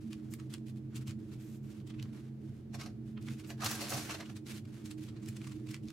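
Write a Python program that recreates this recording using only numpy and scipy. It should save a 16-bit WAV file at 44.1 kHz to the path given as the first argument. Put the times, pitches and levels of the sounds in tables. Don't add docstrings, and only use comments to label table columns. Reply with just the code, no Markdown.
import sys
import numpy as np
from scipy import signal
from scipy.fft import rfft, irfft, next_fast_len
from scipy.io import wavfile
from scipy.ndimage import map_coordinates

SR = 44100
rng = np.random.default_rng(int(sys.argv[2]) if len(sys.argv) > 2 else 0)


def put_to_file(sound):
    columns = np.atleast_2d(sound).T
    safe = np.clip(columns, -1, 1)
    whole_steps = np.round(safe * 32767)
    wavfile.write(sys.argv[1], SR, whole_steps.astype(np.int16))


N = 261072
TIME_S = np.arange(N) / SR
BURST_S = np.arange(-SR // 10, SR // 5) / SR

# freq_hz, density_db
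DULL_RUSTLE = [(50, 2), (300, 17), (700, 3.5), (1500, 9.5), (2600, 3), (4500, -2), (8000, -7.5),
               (12000, -38), (15500, -45)]
BRIGHT_RUSTLE = [(1000, -10.5), (2500, 5.5), (5000, 1.5), (7500, -0.5), (12000, -4), (15500, -14)]
# freq_hz, left_minus_right_db
NEAR_PAN = [(500, -2), (1200, -2.5), (2400, -1.1), (4400, 0.3), (15000, -0.15)]
ROOM_PAN = [(60, 2), (130, -2), (220, -3), (310, -6), (420, -1.5), (700, -0.5), (4000, 0)]


def capsule_presses(shell_q=3.6, ripple_db=1.8, cap_hz=7630, cap_width_hz=860, cap_db=-13):
    # time_s, click_db, scuff_db, ring_hz, ring_db, tilt_db_per_octave
    presses = [(0.1311, -44, -52.5, 2570, 1, -1), (0.338, -40.5, -59, 1700, 5, 3.5),
               (0.34, -44, -71, 12000, 5, 11), (0.4, -62, -56, 1200, -11, -3.5),
               (0.5395, -38, -49.5, 2760, -15, -1), (0.5472, -51, -57, 2800, -10, -6),
               (0.582, -58, -82, 6370, -1, -6), (0.959, -52, -50.5, 2830, -13, 0),
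               (0.967, -56, -47.5, 2560, -4, 2), (0.979, -59, -59, 2800, -8, 1),
               (1.0742, -52, -58, 2600, -17, 1), (1.0803, -47, -51.5, 2600, -17, -1),
               (1.097, -57, -54, 2600, -18, -2), (1.109, -48, -52.5, 2400, -20, -2.5),
               (1.802, -61, -70, 4200, -9, -3), (1.876, -58, -58, 3100, -22, 0),
               (1.9032, -56, -54.5, 3050, -17, -5), (1.945, -65, -61.5, 2800, -3, -6.5),
               (1.998, -44.5, -53.5, 2600, 15, -2), (2.0269, -42.5, -57.5, 4100, -6, -2.5),
               (2.057, -59, -64, 2400, -11, -18), (3.178, -51.5, -55.5, 3000, 1, -12.5),
               (3.286, -45.5, -49.5, 2600, -14, -7.5), (3.399, -59, -53.5, 2280, -10, -1.5),
               (3.447, -53, -56, 4030, -20, -4.5), (4.26, -60, -54, 2930, -4, -2),
               (4.367, -71, -51.5, 4200, -19, -0.5), (4.466, -61, -59, 4200, -13, 0),
               (4.6547, -56, -65, 2430, -16, -3), (4.8597, -54, -52, 5400, -26, 1.5),
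               (4.876, -66, -62, 4500, -18, -1), (4.9129, -45.5, -51, 4530, -18, -0.5),
               (5.0889, -68, -54, 3120, -12, -3), (5.1692, -69, -58.5, 4480, -5, -7),
               (5.232, -67, -62.5, 7200, 2, -3.5), (5.261, -51.5, -62, 4650, -17, 3),
               (5.2875, -43, -50.5, 1890, -2, 3), (5.368, -47.5, -53.5, 2580, -20, -1.5),
               (5.416, -47.5, -58, 2780, -5, -4.5), (5.4445, -50, -56, 2760, -14, -3.5),
               (5.4735, -49, -53, 1150, -9, -1.5), (5.497, -61, -64, 2800, -12, -1),
               (5.5201, -65, -53.5, 1150, -7, -1.5), (5.671, -55, -60, 2580, -11, -0.5),
               (5.692, -55, -54.5, 2860, -17, -1), (5.713, -54, -50, 2170, -4, 2),
               (5.744, -39.5, -47.5, 2000, 0, -1), (5.765, -50, -67, 2600, -14, -5.5),
               (5.885, -48, -58, 5160, 3, -2), (5.9039, -50.5, -58.5, 2580, -12, -2)]
    # freq_hz, density_db
    scuff_spectrum = [(80, -23), (300, -2.5), (700, -12.5), (1150, 1.5), (1600, -2.5), (2500, 1),
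                      (4000, 0.5), (6000, -1.5), (7700, -2.5), (10000, -6.5), (15500, -14.5)]
    out = np.zeros((2, N))
    envelope = swell(rise_s=0.0076, fade_s=0.01)
    for time_s, click_db, scuff_db, ring_hz, ring_db, slope in presses:
        modes = [(ring_hz, ring_hz / shell_q, ring_db), (cap_hz, cap_width_hz, cap_db)]
        shell = lambda hz: (0.5 + resonances(modes, hz)) * amp(ripple_db * ripple(hz, step_hz=243.6))
        colour = lambda hz: amp(along(scuff_spectrum, hz)) * tilt(slope, hz) * shell(hz)
        press = contact(colour, click_db, scuff_db, envelope, hits_per_s=700, click_s=0.00125)
        add_burst(out, time_s, press)
    return out


def capsule_pour(clatter_db=-4, ripple_db=3.5, knock_octaves=0.44, singles_db=-8):
    # time_s, click_db, rattle_db, knock_db, knock_hz, tilt_db_per_octave, fade_s
    landings = [(2.7485, -49, -47.5, -49, 700, 0.5, 0.0093), (2.8, -50, -49, -71, 700, -2, .009),
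                (2.8125, -40, -50, -55, 1080, -.5, 0.026), (2.836, -54, -57, -67, 700, 1, 0.0083),
                (2.8604, -42.5, -55, -56.5, 640, -1.5, 0.026), (3.503, -37.5, -49, -54, 620, -3, 0.021),
                (3.607, -46, -50, -57, 1100, -1.5, .012), (3.621, -42, -43.5, -45, 1170, 0, .02),
                (3.637, -42, -42, -41, 1150, 0, 0.013), (3.644, -27, -54, -42.5, 1140, 4.5, .0085),
                (3.6617, -27, -34, -42.5, 1220, 2, 0.015), (3.67, -40, -44, -42, 1160, 1, 0.01),
                (3.69, -41, -42, -75, 1100, 3, 0.063), (3.7132, -31.5, -40.5, -47, 1580, 1, 0.041),
                (3.7526, -38.5, -50, -63, 705, 6, .015), (3.812, -43, -41, -47.5, 644, 2, 0.056),
                (3.897, -39, -43, -69, 700, 7, 0.011), (3.905, -38, -42.5, -66, 700, 7, 0.087),
                (3.922, -36.5, -42.5, -40, 750, -4.5, 0.027), (3.94, -52, -41, -48.5, 900, -0.5, 0.024),
                (3.972, -43, -43.5, -50.5, 700, 3, 0.049), (4.095, -36.5, -47, -53, 900, -4, 0.018),
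                (4.109, -38.5, -40.5, -52, 650, -0.5, 0.026), (4.147, -47, -43, -50.5, 620, -0.5, 0.012),
                (4.201, -42, -54, -56, 630, -3, .006), (4.2066, -37, -50, -45, 645, -4.5, 0.0055),
                (4.2276, -46, -55, -67, 700, -8, 0.0055), (4.3, -52, -52, -59, 590, -1.5, 0.0062)]
    # centre_hz, width_hz, gain_db
    plate_modes = [(424, 32, 19.5), (558, 27, 14), (664, 77, 7.5), (707, 44, 10.5), (884, 130, -4.5),
                   (956, 84, -2), (1120, 35, 8), (1216, 60, 6), (1540, 70, 4), (1760, 40, -3)]
    clatter_modes = [(1057, 25, -3), (1260, 23, -18), (1545, 37, -7), (1690, 18, -2), (2710, 200, -1.5),
                     (4240, 610, 0), (5340, 76, -4), (5880, 170, 0)]
    # freq_hz, density_db
    rattle_spectrum = [(60, -10), (250, -4.5), (600, 2.5), (1200, 3), (2000, 3), (3300, -1), (6300, -1.5),
                       (9000, -7), (12000, -9.5), (15500, -20.5)]
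    clatter = lambda hz: 1 + amp(clatter_db) * resonances(clatter_modes, hz)
    tray = lambda hz: clatter(hz) * amp(ripple_db * ripple(hz, step_hz=84.34))
    out = np.zeros((2, N))
    for time_s, click_db, rattle_db, knock_db, knock_hz, slope, fade_s in landings:
        colour = lambda hz: amp(along(rattle_spectrum, hz)) * tilt(slope, hz) * tray(hz)
        spot = lambda hz: 1 / (1 + (np.log2((hz + 1) / knock_hz) / knock_octaves) ** 2)
        envelope = swell(rise_s=0.0088, fade_s=fade_s)
        blows = burst_noise() * envelope
        plate = unit(close(blows, lambda hz: resonances(plate_modes, hz) * spot(hz)))
        plate *= amp(knock_db) * np.sqrt(np.mean(envelope ** 2))
        shells = contact(colour, click_db, rattle_db, envelope, hits_per_s=900, click_s=0.0081)
        singles = amp(rattle_db + singles_db) * unit(close(shell_ticks(), colour)) * envelope
        add_burst(out, time_s, shells + plate + singles)
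    return out


def contact(colour, click_db, rattle_db, envelope, hits_per_s, click_s, highpass_hz=2400):
    hits = grains(len(BURST_S), hits_per_s, scatter_db=1)
    rattle = unit(close(hits, colour)) * envelope
    buzz = np.sign(burst_noise()) * (BURST_S >= 0) * np.exp(-np.abs(BURST_S) / click_s)
    click = point_source(buzz, lambda hz: colour(hz) * 1j * hz / (highpass_hz + 1j * hz))
    click /= np.sqrt(np.sum(click ** 2) / (2 * SR / 1000))
    return amp(click_db) * click + amp(rattle_db) * rattle


def shell_ticks(ticks_per_s=130, decay_s=0.0015):
    onsets = rng.random(len(BURST_S)) < ticks_per_s / SR
    envelope = signal.lfilter([1], [1, -np.exp(-1 / (decay_s * SR))], onsets.astype(float))
    return envelope * burst_noise()


def bag_crinkle(crackles_per_s=260, bright_db=-2, flutter_db=3.5, folds_per_s=55):
    # time_s, level_db
    levels = [(3.58, -64), (3.64, -77), (3.8, -51.5), (4.03, -47.5), (4.16, -55.5), (4.331, -65)]
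    start_s, end_s = levels[0][0], levels[-1][0]
    dull = rustle(DULL_RUSTLE, crackles_per_s, scatter_db=0)
    bright = rustle(BRIGHT_RUSTLE, crackles_per_s, scatter_db=0)
    gain = amp(curve(levels) + flutter_db * wobble(folds_per_s))
    return stroke(start_s, end_s - start_s) * gain * unit(dull + amp(bright_db) * bright)


def bag_creases():
    # time_s, level_db
    cracks = [(3.6455, -40), (3.7135, -33), (3.721, -48), (3.753, -46), (3.825, -44), (3.902, -45)]
    # freq_hz, density_db
    crack_spectrum = [(2000, -29), (5000, 1), (8000, -13), (12000, 7), (15500, 8)]
    out = np.zeros((2, N))
    for time_s, level_db in cracks:
        crack = unit(point_source(burst_noise(), lambda hz: amp(along(crack_spectrum, hz))))
        add_burst(out, time_s, amp(level_db) * crack * swell(rise_s=0.00042, fade_s=0.003))
    return out


def gloves_and_sleeves(idle_sleeve_db=-82.5, idle_glove_db=-95, flutter_db=2, catches_per_s=55):
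    # start_s, length_s, sleeve_db, glove_db
    strokes = [(0.01, 0.078, -76, -72), (0.11, 0.012, -66, -62), (0.142, 0.22, -72.5, -75.5),
               (0.322, 0.021, -67, -61), (0.389, 0.076, -71, -72.5), (0.501, 0.03, -67, -64.5),
               (0.668, 0.03, -72, -62.5), (0.76, 0.021, -74, -70.5), (0.907, 0.087, -69, -90),
               (1.011, 0.015, -67, -67), (1.192, 0.22, -74, -74), (1.318, 0.023, -65.5, -64),
               (1.398, .16, -72, -70.5), (1.642, 0.17, -70, -72), (1.704, 0.019, -69, -63.5),
               (1.95, 0.34, -71, -77.5), (2.13, 0.083, -67, -70), (2.414, 0.19, -74, -76),
               (3.059, 0.061, -74, -73.5), (3.213, 0.202, -70, -66.5), (3.287, 0.052, -62, -60),
               (3.46, 0.036, -70, -68.5), (4.467, 0.05, -59, -53), (4.514, 0.069, -61.5, -56),
               (4.675, 0.033, -71, -72), (4.725, 0.2, -66, -69.5), (4.742, 0.14, -74, -69),
               (4.982, 0.091, -70, -63.5), (5.019, 0.016, -69, -62), (5.06, 0.41, -70.5, -78),
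               (5.224, 0.34, -77, -68), (5.53, 0.15, -74, -75.5), (5.833, 0.058, -81, -69)]
    sleeve_power, glove_power = amp(idle_sleeve_db) ** 2, amp(idle_glove_db) ** 2
    for start_s, length_s, sleeve_db, glove_db in strokes:
        motion = stroke(start_s, length_s) ** 2
        sleeve_power += amp(sleeve_db) ** 2 * motion
        glove_power += amp(glove_db) ** 2 * motion
    catching = amp(flutter_db * wobble(catches_per_s))
    sleeve = np.sqrt(sleeve_power) * rustle(DULL_RUSTLE, grains_per_s=2500, scatter_db=3.3)
    glove = np.sqrt(glove_power) * rustle(BRIGHT_RUSTLE, grains_per_s=600, scatter_db=3.5)
    return catching * (sleeve + glove)


def glove_slides():
    # start_s, length_s, level_db
    slides = [(0.312, 0.019, -61), (1.403, 0.17, -70), (1.632, .09, -76), (3.474, 0.043, -61)]
    # freq_hz, density_db
    whisper_spectrum = [(2000, -32), (5000, -5), (7500, 2.5), (10000, -7), (13000, 2), (15500, -14)]
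    envelope = sum(amp(level_db) * stroke(start_s, length_s) for start_s, length_s, level_db in slides)
    return envelope * rustle(whisper_spectrum, grains_per_s=2300, scatter_db=2)


def frame_thuds(highpass_hz=80.0):
    # time_s, level_db, pitch_hz
    thuds = [(0.965, -39, 123), (1.097, -37, 104), (2.048, -34.5, 117), (2.808, -49, 111),
             (3.293, -43.5, 121), (3.665, -36, 111), (3.93, -42, 102), (5.291, -38, 111), (5.699, -38, 126)]
    out = np.zeros((2, N))
    for time_s, level_db, pitch_hz in thuds:
        tone = np.sin(2 * np.pi * (pitch_hz * BURST_S + rng.random()))
        thud = unit(tone * room_balance(pitch_hz)) * swell(rise_s=0.013, fade_s=0.02)
        add_burst(out, time_s, amp(level_db) * thud)
    return filtered(out, lambda hz: hz ** 6 / (hz ** 6 + highpass_hz ** 6))


def wall_reflections(x, t60_s=0.15, delay_s=0.006):
    t = np.arange(SR // 3) / SR
    tail = rng.standard_normal((2, len(t))) * amp(-60 * t / t60_s) * (t > delay_s)
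    return signal.fftconvolve(x, tail / np.linalg.norm(tail[0]), axes=1)[:, :N]


def ventilation(rumble_db=-50.5, hiss_db=-70, skirt_db=-6, drift_hz=3.49, waver_db=1.7):
    # centre_hz, width_hz, trim_db
    duct_modes = [(130.2, 22.4, 1), (218.8, 19.4, 0), (311, 16.5, -1)]
    # time_s, level_db
    low_hum = [(0.0, -57), (0.38, -47.5), (0.92, -51.5), (0.97, -46), (1.55, -51.5), (1.66, -44.5),
               (1.75, -62), (1.81, -48), (2.08, -43), (2.11, -51.5), (3.18, -47.5), (3.31, -44.5),
               (3.35, -50), (3.63, -48.5), (3.91, -53), (3.94, -44.5), (4.09, -52.5), (5.92, -48.5)]
    mid_hum = [(0.0, -60), (0.06, -39.5), (0.16, -51), (1.25, -46.5), (1.48, -57), (1.5, -47.5),
               (1.99, -53), (2.08, -44), (2.19, -52.5), (3.36, -47), (3.41, -60), (3.51, -46.5),
               (4.09, -54.5), (4.15, -62), (4.3, -47.5), (4.4, -56), (4.68, -46.5), (4.81, -65),
               (4.85, -42.5), (4.9, -54), (5.49, -48.5), (5.56, -60), (5.89, -43.5), (5.92, -65)]
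    high_hum = [(0.0, -52), (1.52, -53), (1.65, -62.5), (1.86, -51), (2.41, -60), (2.51, -52.5),
                (2.59, -71), (2.85, -52), (2.93, -72), (3.02, -52.5), (4.71, -51.5), (4.78, -63.5),
                (4.95, -46), (5.44, -51.5), (5.72, -47), (5.79, -69), (5.84, -45.5), (5.92, -58.5)]
    # freq_hz, density_db
    rumble_spectrum = [(20, -64), (45, -19.5), (70, -11.5), (105, 1.5), (135, -4), (160, -20.5), (200, -1),
                       (265, -14.5), (335, -2.5), (365, -16.5), (425, -12.5), (480, -27.5), (700, -34.5),
                       (1200, -65)]
    hiss_spectrum = [(300, -7), (600, -1.5), (1000, -11.5), (2000, -15.5), (5000, -22.5), (10000, -28.5),
                     (15500, -31)]
    out = amp(rumble_db) * room_noise(lambda hz: amp(along(rumble_spectrum, hz)))
    out += amp(hiss_db) * room_noise(lambda hz: amp(along(hiss_spectrum, hz)))
    for (centre_hz, width_hz, trim_db), levels in zip(duct_modes, [low_hum, mid_hum, high_hum]):
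        skirt = room_noise(lambda hz: 1 / (1 + ((hz - centre_hz) / width_hz) ** 2))
        pitch_hz = centre_hz + drift_hz * wobble(knots_per_s=14)
        tone = unit(np.sin(2 * np.pi * np.cumsum(pitch_hz) / SR) * room_balance(centre_hz))
        waver = amp(waver_db * wobble(knots_per_s=13))
        out += amp(curve(levels) + trim_db) * unit(waver * (tone + amp(skirt_db) * skirt))
    return out


def room_noise(colour):
    # freq_hz, left_right_coherence
    coherence = [(40, 0.99), (120, 0.92), (300, 0.87), (700, 0.3), (2000, 0.04), (12000, 0.05)]
    return unit(spread(rng.standard_normal((2, N)), colour, coherence, ROOM_PAN))


def room_balance(hz):
    return amp(along(ROOM_PAN, hz) * np.array([[0.5], [-0.5]]))


def close(pair, colour):
    # freq_hz, left_right_coherence
    coherence = [(300, 0.77), (700, 0.87), (1400, 0.62), (3000, 0.36), (7000, 0.46), (15000, 0.2)]
    return spread(pair, colour, coherence, NEAR_PAN)


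def point_source(pair, colour):
    # freq_hz, left_right_coherence
    coherence = [(300, .97), (2000, .93), (7000, .95), (15000, .85)]
    return spread(pair, colour, coherence, NEAR_PAN)


def spread(pair, colour, coherence, pan):
    angle = lambda hz: np.arccos(np.clip(along(coherence, hz), -1, 1)) / 2
    mid, side = filtered(pair, lambda hz: colour(hz) * np.array([np.cos(angle(hz)), np.sin(angle(hz))]))
    balance = lambda hz: amp(np.outer([0.5, -0.5], along(pan, hz)))
    return filtered(np.array([mid + side, mid - side]), balance)


def rustle(spectrum, grains_per_s, scatter_db):
    return unit(close(grains(N, grains_per_s, scatter_db), lambda hz: amp(along(spectrum, hz))))


def grains(size, hits_per_s, scatter_db):
    hits = (rng.random((2, size)) < hits_per_s / SR) * np.sign(rng.standard_normal((2, size)))
    hits *= amp(scatter_db * np.clip(rng.standard_normal((2, size)), -2, 2))
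    return unit(unit(hits) + rng.standard_normal((2, size)))


def resonances(modes, hz):
    return sum(amp(db) * 1j * hz * width_hz / (centre_hz ** 2 - hz ** 2 + 1j * hz * width_hz)
               for centre_hz, width_hz, db in modes)


def ripple(hz, step_hz):
    return map_coordinates(rng.standard_normal(400), [hz / step_hz], mode="nearest")


def tilt(db_per_octave, hz):
    return amp(db_per_octave * np.log2(np.clip(hz, 1600, 14000) / 4000))


def swell(rise_s, fade_s):
    return np.exp(-np.abs(BURST_S) / np.where(BURST_S < 0, rise_s, fade_s))


def stroke(start_s, length_s, attack_s=0.005, release_s=0.011):
    early_s = np.maximum(start_s - TIME_S, 0)
    late_s = np.maximum(TIME_S - start_s - length_s, 0)
    return np.exp(-early_s / attack_s - late_s / release_s)


def wobble(knots_per_s):
    return map_coordinates(rng.standard_normal(1000), [TIME_S * knots_per_s], mode="wrap")


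def burst_noise():
    return rng.standard_normal((2, len(BURST_S)))


def add_burst(track, time_s, burst):
    start = round((time_s + BURST_S[0]) * SR)
    first, end = max(start, 0), min(start + burst.shape[-1], N)
    track[:, first:end] += burst[:, first - start:end - start]


def filtered(x, response):
    size = x.shape[-1]
    padded = next_fast_len(size + size // 2)
    return irfft(rfft(x, padded) * response(np.fft.rfftfreq(padded, 1 / SR)), padded)[..., :size]


def along(points, hz):
    freq_hz, values = np.transpose(points)
    return np.interp(np.log(hz + 1), np.log(freq_hz + 1), values)


def curve(points):
    return np.interp(TIME_S, *np.transpose(points))


def amp(db):
    return 10 ** (np.asarray(db) / 20)


def unit(x):
    return x / np.sqrt(np.mean(x ** 2) + 1e-20)


def scene(wall_db=-11):
    near = capsule_presses() + capsule_pour()
    near += bag_crinkle() + bag_creases()
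    near += gloves_and_sleeves() + glove_slides()
    return near + amp(wall_db) * wall_reflections(near) + frame_thuds() + ventilation()


def record(dry, cutoff_hz=15850):
    return filtered(dry, lambda hz: hz < cutoff_hz)


dry = scene()
out = record(dry)
put_to_file(out)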